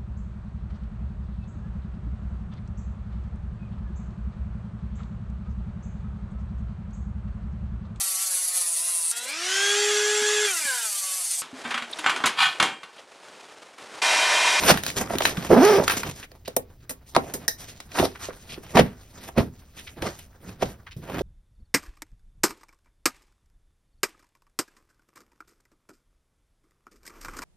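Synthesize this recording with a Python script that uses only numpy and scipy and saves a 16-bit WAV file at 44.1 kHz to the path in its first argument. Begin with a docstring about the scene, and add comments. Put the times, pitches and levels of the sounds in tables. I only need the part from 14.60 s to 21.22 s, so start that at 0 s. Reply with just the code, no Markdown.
"""A hard-shell suitcase is packed close up on the floor of a small room, its lined shell thudding at each knock.
Plastic packets crackle in a mesh pocket, then its zip buzzes shut, tooth after tooth tugging the panel.
A strap buckle clicks open and its halves drop on the case, while the empty half gives a boxy boom.
A flask is laid in, then folded clothes land with soft slaps and puffs of air.
Sleeves and lining rub and hiss throughout, over a low, still room tone."""
import sys
import numpy as np
from scipy import signal
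from scipy.fft import rfft, irfft, next_fast_len
from scipy.io import wavfile
from scipy.ndimage import uniform_filter1d

SR = 44100
rng = np.random.default_rng(int(sys.argv[2]) if len(sys.argv) > 2 else 0)


def store_wav(level_fs):
    """Save 16-bit WAV to argv[1]."""
    pcm = np.round(np.clip(np.atleast_2d(level_fs), -1, 1) * 32767)
    wavfile.write(sys.argv[1], SR, pcm.T.astype(np.int16))


N = 291942
TIME = np.arange(N) / SR

# Padded knocks on the case. Each row: start in seconds, peak level in dB, pitch of the push in Hz.
KNOCKS = [(0.1, -3, 680), (0.115, -13.5, 171), (0.415, -32, 187), (.506, -16, 690), (.538, -17, 643),
          (0.552, -17, 310), (0.608, -13, 700), (0.652, -19, 940), (0.777, -20, 176), (0.904, -6.5, 435),
          (0.927, -1.5, 367), (1.487, -28, 141), (1.718, -41, 496), (1.881, -23, 527), (1.9675, -11.5, 547),
          (2.5647, -3, 700), (2.572, -14.5, 320), (2.75, -24.5, 430), (3.398, -9.5, 335), (3.428, -9, 605),
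          (3.4353, -14.5, 372), (3.687, -22, 503), (3.978, -28.5, 333), (4.156, -10, 238), (4.17, -1, 900),
          (4.176, -4, 820), (4.192, -3.5, 634), (4.2, -9, 220), (4.69, -28.5, 780), (4.777, -7.5, 262),
          (6.026, -11.5, 620), (6.609, -16, 427)]
# The ring of the lined shell. Each row: pitch in Hz, gain in dB, time to fall 60 dB in seconds.
SHELL_MODES = [(151, -10.5, 0.11), (251.8, 2, 0.085), (399, -7.5, 0.26), (483, -2, 0.092),
               (651.7, -8, 0.088), (854, -10, 0.068), (1130, -14.5, 0.23)]

# The zip slider's pace. Each row: time in seconds, speed in teeth per second.
ZIP_SPEED = [(.9, 187), (.93, 480), (.948, 363), (.96, 176), (.977, 251), (1.006, 277), (1.033, 388),
             (1.09, 435), (1.155, 389), (1.22, 355), (1.275, 253)]
# A jerky first tug, the long pull and a stuttering stop.
# Each row: start and length in seconds, buzz and rasp levels in dB, jerkiness from 0 to 1.
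ZIP_PULLS = [(0.894, 0.058, -14.5, -32.5, 0.42), (0.958, 0.21, -10, -24.5, 0),
             (1.168, 0.058, -21, -34.5, 0.5)]

# Hard plastic contacts. Each row: start in seconds, level in dB, decay of the scrape in seconds.
LATCH_CLICKS = [(1.880, -11.5, 0.0023), (1.9652, 4.5, 0.003), (2.294, -14, 0.015), (2.307, -12.5, 0.0077),
                (2.7375, -9.5, 0.015)]   # the buckle's prongs click; the last row is the strap clip landing on the rim
STRAP_HITS = [(2.549, -11, 0.0088), (2.5632, 0.5, 0.0027)]   # the loose strap whips its buckle against the frame
BUCKLE_DROP = [(2.8802, -1.5, 0.0016), (2.8846, -1, 0.00071), (2.888, -24, 0.027)]   # a buckle half drops on the rim and bounces
# Parts that ring. Each row: pitch in Hz, bandwidth in Hz, gain in dB.
PRONG_MODES = [(1640, 620, -16), (5550, 3200, -14), (9400, 3000, -11.5), (12300, 470, -9.5),
               (14150, 900, -13)]
FRAME_MODES = [(1080, 370, 6), (2080, 570, -2.5), (3540, 720, -5), (9500, 4600, -19)]
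BUCKLE_MODES = [(1840, 115, 2.5), (3910, 160, 2), (5090, 1930, 4), (5780, 1580, 7), (9730, 670, -3),
                (13740, 630, 0.5)]
PANEL_MODES = [(156, 55, 1.5), (257, 32, 6), (379, 94, -3.5), (665, 160, -9), (910, 130, -12.5),
               (1200, 240, -15), (1553, 450, -18.5)]   # the taut pocket panel

# Snaps of packets, zip pull, flask strap and clothes. Each row: start in seconds, level in dB, pitch in Hz.
SNAPS = [(0.035, -9.5, 1040), (0.104, -3, 1200), (0.173, -12.5, 1800), (0.5531, -19.5, 1530),
         (0.605, -12, 1080), (0.62, -13.5, 3200), (0.6526, -1, 1960), (0.7705, -17, 1570),
         (1.2786, -4, 1390), (1.297, -6, 1446), (1.3067, -9, 2350), (1.319, -12, 1310), (1.4319, -14, 1080),
         (1.877, -23, 6100), (2.294, -27.5, 2100), (3.202, -25.5, 5400), (3.317, -26, 1780),
         (3.387, -11.5, 2100), (3.397, -11.5, 1180), (4.1554, -12, 900), (4.17, -7.5, 1600),
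         (4.195, -13, 1610), (5.4214, -17, 1820), (6.0214, -19, 1580), (6.544, -27, 1300),
         (6.591, -21.5, 2100)]
# Crisp cracks of sharp creases and small hard parts. Each row: start in seconds, level in dB.
CRACKS = [(.1742, -17.5), (.2358, -14), (0.2646, -12), (.302, -18.5), (0.3668, -22.5), (0.5846, -12),
          (1.2813, -11.5), (1.432, -25), (1.717, -38), (5.196, -32.5)]
# Hands press on the packets. Each row: start and length in seconds, level in dB.
CRINKLES = [(0.04, 0.48, -47), (1.283, 0.146, -62)]

# Things slide and slap into place.
# Each row: peak time in seconds, level in dB, rise and fall in seconds, treble tilt in dB per octave.
SLAPS = [(.047, -36, 0.015, 0.02, -18), (0.11, -12, 0.05, 0.011, 2), (.668, -34.5, 0.01, 0.058, -1),
         (1.312, -27.5, 0.0054, 0.022, 5), (3.388, -23, 0.021, 0.04, 1), (3.453, -25.5, 0.015, 0.0067, 0.5),
         (4.154, -14.5, 0.0044, 0.017, -4), (4.198, -8, 0.012, 0.0095, -2.5),
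         (4.782, -14, 0.0066, 0.022, -4), (5.423, -27, 0.0016, 0.02, -2.5),
         (5.468, -27, 0.014, 0.026, -0.5), (6.031, -20.5, 0.0086, 0.004, -0.5)]
# A sleeve, strap or garment brushes the lining.
# Each row: start and length in seconds, rub and hiss levels in dB.
STROKES = [(0, 0.2, -38, -42), (0.231, 0.084, -39.5, -36.5), (0.348, 0.062, -33, -35),
           (0.473, 0.23, -39, -46.5), (0.594, 0.12, -41, -35.5), (0.736, 0.62, -41.5, -44),
           (1.311, 0.16, -41.5, -40), (1.486, 0.14, -54, -50.5), (2.459, 0.059, -73, -53.5),
           (2.527, 0.31, -47.5, -56.5), (2.971, 0.13, -54.5, -46.5), (3.1, 0.88, -60, -59),
           (3.584, 0.084, -54, -42.5), (3.878, 0.084, -47, -50), (4.01, 0.15, -51, -52.5),
           (4.188, 0.078, -39, -78.5), (4.34, 0.17, -59.5, -60), (4.529, 0.16, -50.5, -49.5),
           (4.91, 0.27, -71, -65), (5.156, 0.15, -54.5, -51), (5.357, 0.014, -37.5, -78),
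           (5.465, 0.16, -64.5, -50.5), (5.797, 0.13, -49.5, -55), (6.03, 0.066, -40.5, -48),
           (6.413, 0.25, -42, -58), (6.509, 0.15, -35, -52)]
# A falling or shaken load pushes out air. Each row: peak time in seconds, level in dB.
PUFFS = [(0.119, -33), (3.41, -27.5), (4.2, -20), (4.78, -17.5), (5.418, -27), (5.877, -35.5), (6.037, -29),
         (6.366, -31.5), (6.536, -34)]
# Drags over lining or mesh. Each row: start and length in seconds, level in dB, pitch in Hz.
SCRAPES = [(0.488, 0.05, -37, 1060), (1.623, 0.012, -39, 1670), (1.849, 0.0098, -42.5, 2690),
           (3.343, 0.027, -33, 900), (3.548, 0.0082, -37.5, 1210), (3.59, 0.12, -44.5, 1020),
           (3.888, 0.054, -42, 2570), (4.165, 0.026, -21.5, 1710), (5.166, 0.04, -45, 2350),
           (5.266, 0.014, -39, 1890), (6.263, 0.0074, -38, 1340), (6.308, 0.012, -42.5, 2270)]

# Tone curves for the noises. Each row: frequency in Hz, relative level in dB.
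RASP_EQ = [(300, -22.5), (1200, 1), (2300, 6), (4000, -1.5), (5400, 3), (7000, -5.5), (10000, -9.5),
           (14000, -13), (16500, 1)]   # slider scraping the teeth
RATTLE_EQ = [(170, -16), (330, 3), (560, 8), (850, 2.5), (3000, -33)]   # loose teeth and pull tab
SNAP_EQ = [(150, -5), (600, 6), (1500, 7.5), (3000, 5.5), (5500, -0.5), (9000, -5.5), (14000, -12),
           (16500, -1.5)]   # snaps, cracks and crinkles
SLAP_EQ = [(40, -15.5), (130, -9.5), (250, 0.5), (650, -0.5), (1500, -8), (3200, -14), (5500, -14),
           (10000, -20), (14000, -25.5), (16500, -37)]   # soft landings
BILLOW_EQ = [(25, -15), (65, -2), (140, 2), (240, -8.5), (400, -17), (900, -42.5)]   # air pushed by cloth
RUB_EQ = [(120, -20), (230, 6), (320, 0), (420, -1), (600, -3.5), (1600, -11), (2600, -20), (5500, -34)]   # the body of cloth friction
HISS_EQ = [(900, -21), (2200, -6.5), (5500, -5.5), (7000, -3), (9500, -11), (14000, -14), (16500, -19.5)]   # its bright top
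ROOM_TONE_EQ = [(25, 0.5), (90, 6.5), (200, -10.5), (400, -27), (900, -41), (5000, -34.5), (9000, -49),
                (15000, -34)]   # the still room

# The room's reverb. Each row: frequency in Hz, time to fall 60 dB in seconds.
ROOM_T60 = [(100, 0.29), (300, 0.23), (800, 0.091), (2000, 0.18), (5000, 0.017), (13000, 0.11)]
# Balance of the two microphone ports. Each row: frequency in Hz, left minus right in dB.
PORT_BALANCE = [(90, 0), (200, -2), (450, -4.3), (700, -4.3), (1200, -.5), (2400, 0)]
# Phase between the ports. Each row: frequency in Hz, lead of the left in radians.
PORT_PHASE = [(0, 0), (2150, 0.1), (2670, 1.1), (5510, -0.0), (6980, 3.2), (8440, 3.1), (8700, 6.3),
              (10400, 6.3), (10900, 7.1), (13400, 6.0), (15200, 9.4)]

STROKE_ATTACK_S, RUB_RELEASE_S, HISS_RELEASE_S = 0.028, 0.04, 0.022


def knocks():
    """A padded contact gives the case a short push, lower in pitch when softer."""
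    pushes, t = np.zeros(N), TIME[:SR // 12]
    for start, level_db, hz in KNOCKS:
        cycles = hz * t
        push = np.sin(2 * np.pi * cycles) * cycles * np.exp(-cycles / 0.47)
        add(pushes, start, from_db(level_db) * push / np.abs(push).max())
    return pushes


def shell(force):
    """The hollow case rings with whatever touches it; the lining keeps every ring short."""
    return ring_modes(force, [(hz, np.log(1000) / np.pi / t60, db) for hz, db, t60 in SHELL_MODES])


def hollow_boom(force):
    """The empty half holds a boxy echo of the knocks that fall while neither hands nor load damp it."""
    low_hz, high_hz, t60_s = 260, 795, 0.8
    undamped, t = (TIME > 2.4) & (TIME < 3.3), TIME[:SR]
    echo = butter(rng.standard_normal(len(t)), 2, [low_hz, high_hz], "band")
    echo *= np.exp(-np.log(1000) * t / t60_s)
    echo *= np.sqrt(2 * (high_hz - low_hz) / SR / np.sum(echo ** 2))   # gain 1 within the band
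    return from_db(-16) * signal.fftconvolve(force * undamped, echo)[:N]


def zipper():
    """The slider meets one tooth after another; each tugs the pocket panel, rattles and scrapes."""
    full_teeth_per_s, rasp_db_per_octave, sag_db_per_s, tug_spread_db = 430, 13.5, 37.5, 8
    teeth_per_s = np.interp(TIME, *np.transpose(ZIP_SPEED))
    speed = teeth_per_s / full_teeth_per_s
    crawling = np.maximum(1 - speed, 0)
    braking = np.maximum(-np.gradient(speed) * SR, 0)
    jerkiness = 0.39 * crawling + 0.064 * braking
    buzz_level = rasp_level = 0
    for start, length, buzz_db, rasp_db, jerk in ZIP_PULLS:
        pull = gesture(start, length, attack=0.018, release=0.013)
        sag_db = sag_db_per_s * np.clip(TIME - start, 0, length)   # the panel slackens during a pull
        buzz_level += pull * from_db(buzz_db - sag_db)
        rasp_level += pull * from_db(rasp_db + rasp_db_per_octave * np.log2(speed))
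        jerkiness += jerk * pull
    jerkiness = np.clip(jerkiness, 0, .8)
    jitter = 0.035 + .5 * jerkiness ** 2
    teeth_passed = np.cumsum(teeth_per_s * np.exp(jitter * drift(330))) / SR
    tugs = np.diff(np.floor(teeth_passed), prepend=0) * from_db(tug_spread_db * jerkiness * drift(400))
    panel = butter(ring_modes(tugs, PANEL_MODES), 2, 2400, "low")   # cloth damps the treble
    panel /= np.sqrt(np.abs(uniform_filter1d(panel ** 2, size=900)) + 1e-12)   # even out the level
    tooth_pulse = .5 + np.exp(-4 * (teeth_passed % 1))
    rasp = colour(rng.standard_normal(N) * tooth_pulse, RASP_EQ)
    rattle = (.25 + .7 * jerkiness) * colour(grains(per_s=700, spread_db=2.5, smooth=.3), RATTLE_EQ)
    return buzz_level * (panel + rattle) + rasp_level * rasp


def hard_plastic(contacts, modes):
    """Brief scraping contacts ring the damped modes of a moulded part, and the case under it."""
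    force, t = np.zeros(N), TIME[:SR // 12]
    for start, level_db, decay_s in contacts:
        add(force, start, from_db(level_db) * rng.standard_normal(len(t)) * np.exp(-t / decay_s))
    return ring_modes(force, modes) + shell(force)


def snaps():
    """Thin plastic or taut cloth gives way: a scratchy, pitched burst with a short flutter after it."""
    out, t = np.zeros(N), TIME[:SR // 12]
    envelope = (1 - np.exp(-t / 0.0011)) * (np.exp(-t / 0.002) + 0.068 * np.exp(-t / 0.028))
    for start, level_db, hz in SNAPS:
        noise = rng.standard_normal(len(t))
        scratch = colour(noise * np.abs(noise), SNAP_EQ)
        ring = resonate(scratch, hz, .7 * hz)
        add(out, start, from_db(level_db) * envelope * unit_rms(scratch + ring))
    return out


def cracks():
    """A sharp crease flips over all at once: a bright click of about a millisecond."""
    out, t = np.zeros(N), TIME[:SR // 12]
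    for start, level_db in CRACKS:
        bright = colour(rng.standard_normal(len(t)), SNAP_EQ, tilt_db=2.5)
        add(out, start, from_db(level_db) * np.exp(-t / 0.0014) * bright)
    return out


def packets():
    """Small creases give way at random, each a short burst at the pitch of its own patch of film."""
    creases_per_s, pitches_hz = 70, np.geomspace(1200, 9000, 5)
    pressing = sum(from_db(db) * gesture(start, length, STROKE_ATTACK_S, HISS_RELEASE_S)
                   for start, length, db in CRINKLES)
    crackle = 0
    for hz in pitches_hz:
        creases = (rng.random(N) < creases_per_s / len(pitches_hz) / SR) * rng.uniform(.2, 1, N)
        bursts = die_away(creases, decay_s=0.0013) * rng.standard_normal(N)
        crackle += resonate(bursts, hz, .5 * hz)
    return pressing * colour(crackle, SNAP_EQ)


def slaps():
    """A load lands: friction swells as more of the surface touches, and dies as it comes to rest."""
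    out = np.zeros(N)
    friction = shifting_contact(grains(per_s=3500, spread_db=3.5, smooth=1.0))
    for peak_s, level_db, rise, fall, tilt_db in SLAPS:
        near = np.abs(TIME - peak_s) < .25
        envelope = swell(TIME[near] - peak_s, rise, fall)
        out[near] += from_db(level_db) * envelope * colour(friction[near], SLAP_EQ, tilt_db)
    return out


def cloth():
    """Moving cloth pushes air, rubs and hisses; a fold snags and lets go with a brief surge."""
    firm_snags_per_s, firm_rub_db = 63, -38.5
    rub_power, hiss_power = from_db(-62.5) ** 2, from_db(-73) ** 2   # the arms are never quite still
    for start, length, rub_db, hiss_db in STROKES:
        rub_power += (from_db(rub_db) * gesture(start, length, STROKE_ATTACK_S, RUB_RELEASE_S)) ** 2
        hiss_power += (from_db(hiss_db) * gesture(start, length, STROKE_ATTACK_S, HISS_RELEASE_S)) ** 2
    pressure = from_db(2.5 * drift(per_s=45))   # folds slide unevenly under the hand
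    rubbing, hissing = pressure * np.sqrt(rub_power), pressure * np.sqrt(hiss_power)
    puffs = sum(from_db(db) * swell(TIME - peak_s, rise=0.0013, fall=0.037) for peak_s, db in PUFFS)
    friction = shifting_contact(grains(per_s=1300, spread_db=3.2, smooth=.9))
    firmness = np.minimum(rubbing / from_db(firm_rub_db), 1)   # light strokes seldom snag
    snags = (rng.random(N) < firm_snags_per_s * firmness / SR) * np.minimum(rng.exponential(1, N), 2)
    surge = 1 + .9 * die_away(snags, decay_s=.005)
    air = np.hypot(puffs, from_db(-2) * rubbing)   # every stroke moves some air as well
    billow = air * colour(rng.standard_normal(N), BILLOW_EQ)
    rub = rubbing * surge * colour(friction, RUB_EQ)
    hiss = hissing * surge * colour(friction, HISS_EQ)
    return billow + rub + hiss


def scrapes():
    """Stick and slip on a taut patch of fabric: dense catches ring at the patch's own pitch."""
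    out, catches = np.zeros(N), grains(per_s=900, spread_db=3.0, smooth=.5)
    for start, length, db, hz in SCRAPES:
        width_hz = 0.91 * hz
        patch = resonate(resonate(catches, hz, width_hz), hz, 2 * width_hz)
        out += from_db(db) * gesture(start, length, attack=0.0099, release=0.011) * unit_rms(patch)
    return out


def grains(per_s, spread_db, smooth):
    """Fibres catch and let go: random clicks of uneven size over a smooth hiss."""
    sizes = from_db(spread_db * np.minimum(rng.exponential(1, N), 4)) * rng.choice([-1, 1], N)
    clicks = sizes * (rng.random(N) < per_s / SR)
    return unit_rms(clicks) + smooth * rng.standard_normal(N)


def shifting_contact(friction):
    """The patch of cloth in contact keeps changing, so broad peaks and dips come and go."""
    bands_hz = np.geomspace(900, 11000, 6)
    return friction + sum(.33 * drift(per_s=34) * resonate(friction, hz, hz / 2) for hz in bands_hz)


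def microphone_ports(x):
    """The right port gets more of the low mids; across the treble the two go in and out of phase."""
    size = next_fast_len(N + SR // 10)
    hz, sides = np.fft.rfftfreq(size, 1 / SR), np.array([[1], [-1]]) / 2
    lead = np.interp(hz, *np.transpose(PORT_PHASE))
    response = from_db(sides * at_hz(PORT_BALANCE, hz)) * np.exp(1j * sides * lead)
    return irfft(rfft(x, size) * response, size)[:, :N]


def early_reflections(x):
    """The first bounces reach the two ports unalike in the treble, and change as the hands move."""
    t = TIME[:SR // 80]
    paths = rng.standard_normal((2, len(t))) * np.exp(-t / 0.0058)
    one, other = convolve_pair(butter(x, 2, 2000, "high"), paths)
    angle = np.pi * drift(per_s=6)
    side = one * np.cos(angle) + other * np.sin(angle)
    return from_db(-8.5) * side * np.array([[1], [-1]])


def room_reverb(x):
    """A short diffuse tail, different at each port, dying at its own rate in each band."""
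    t, edges_hz = TIME[:SR // 2], np.geomspace(50, 18000, 9)
    tail = 0
    for low, high in zip(edges_hz, edges_hz[1:]):
        noise = butter(rng.standard_normal((2, len(t))), 2, [low, high], "band")
        tail += noise * np.exp(-np.log(1000) * t / at_hz(ROOM_T60, np.sqrt(low * high)))
    mid, side = tail * (1 - np.exp(-t / 0.00067))
    side = butter(side, 1, 1800, "high")   # long waves reach both ports alike
    return convolve_pair(x, mid + 2.7 * side * np.array([[1], [-1]]))


def room_tone():
    """The still room: a low, steady rumble with a trace of hiss."""
    return from_db(-51.5) * colour(rng.standard_normal(N), ROOM_TONE_EQ)


def gesture(start, length, attack, release):
    """A hand movement gathers speed, holds it and dies away."""
    speed, t = np.zeros(N), TIME[:SR]
    add(speed, start, np.minimum(t / attack, 1) * np.exp(-np.maximum(t - length, 0) / release))
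    return speed


def swell(t, rise, fall):
    """An exponential rise and fall, peaking at t = 0."""
    return np.exp(np.maximum(np.minimum(t / rise, -t / fall), -20))


def die_away(impulses, decay_s):
    """Give each impulse an exponential tail."""
    return signal.lfilter([1], [1, -np.exp(-1 / (decay_s * SR))], impulses + 1e-18)


def drift(per_s):
    """A random wander at unit power, gliding to per_s new values a second."""
    knots = rng.standard_normal(4000)
    return unit_rms(np.interp(TIME * per_s, np.arange(len(knots)), knots))


def ring_modes(force, modes):
    """Parallel resonances, neighbours swinging in opposite senses."""
    return sum((-1) ** k * from_db(db) * resonate(force, hz, width)
               for k, (hz, width, db) in enumerate(modes))


def resonate(x, hz, width_hz):
    """One resonance with gain 1 at its peak."""
    r = np.exp(-np.pi * width_hz / SR)
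    feedback = [1, -2 * r * np.cos(2 * np.pi * hz / SR), r * r]
    return signal.lfilter(np.array([1, 0, -1]) * (1 - r * r) / 2, feedback, x + 1e-18)


def colour(x, curve, tilt_db=0):
    """Shape a signal with a tone curve, tilted per octave above 200 Hz, at unit power."""
    size = next_fast_len(len(x))
    hz = np.fft.rfftfreq(size, 1 / SR)
    gain = from_db(at_hz(curve, hz) + tilt_db * np.log2(np.maximum(hz, 200)))
    return unit_rms(irfft(rfft(x, size) * gain, size)[:len(x)])


def at_hz(curve, hz):
    """Read a curve on a log-frequency axis."""
    knots_hz, values = np.transpose(curve)
    return np.interp(np.log(np.maximum(hz, 1)), np.log(knots_hz), values)


def butter(x, order, hz, kind):
    """A smooth low-, high- or band-pass filter."""
    return signal.sosfilt(signal.butter(order, hz, kind, fs=SR, output="sos"), x)


def convolve_pair(x, echoes):
    """Send a sound through two echo patterns, scaled to unit energy on average."""
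    return signal.fftconvolve(x[None], echoes / np.sqrt(np.sum(echoes ** 2) / 2), axes=1)[:, :N]


def add(track, start, sound):
    """Mix a sound into a track from a start in seconds."""
    at = int(np.clip(round(start * SR), 0, N - 1))
    track[at:at + len(sound)] += sound[:N - at]


def from_db(db):
    """Decibels to gain."""
    return 10 ** (np.asarray(db) / 20)


def unit_rms(x):
    """Scale to unit power."""
    return x / np.sqrt(np.mean(x ** 2) + 1e-20)


def scene():
    """Case, hard sounds and soft sounds, each with its own reverb send, over the room tone."""
    thuds = knocks()
    fabric = cloth() + slaps() + scrapes()
    hard = snaps() + cracks() + packets()
    hard += hard_plastic(STRAP_HITS, FRAME_MODES)
    hard += hard_plastic(LATCH_CLICKS, PRONG_MODES)
    hard += hard_plastic(BUCKLE_DROP, BUCKLE_MODES)
    case = thuds + hollow_boom(thuds) + shell(from_db(7) * thuds + from_db(-14) * fabric)
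    soft = fabric + zipper()
    reverb = room_reverb(from_db(-10.5) * soft + from_db(-6) * hard + from_db(-3) * case)
    direct = soft + hard + case
    return microphone_ports(direct) + early_reflections(direct) + reverb + room_tone()


def record(dry):
    """Peaks clip at full scale and the very top is cut."""
    cutoff_hz = 16100
    return signal.sosfilt(signal.ellip(10, .2, 70, cutoff_hz, fs=SR, output="sos"), np.clip(dry, -1, 1))


dry = scene()
out = record(dry)
store_wav(out)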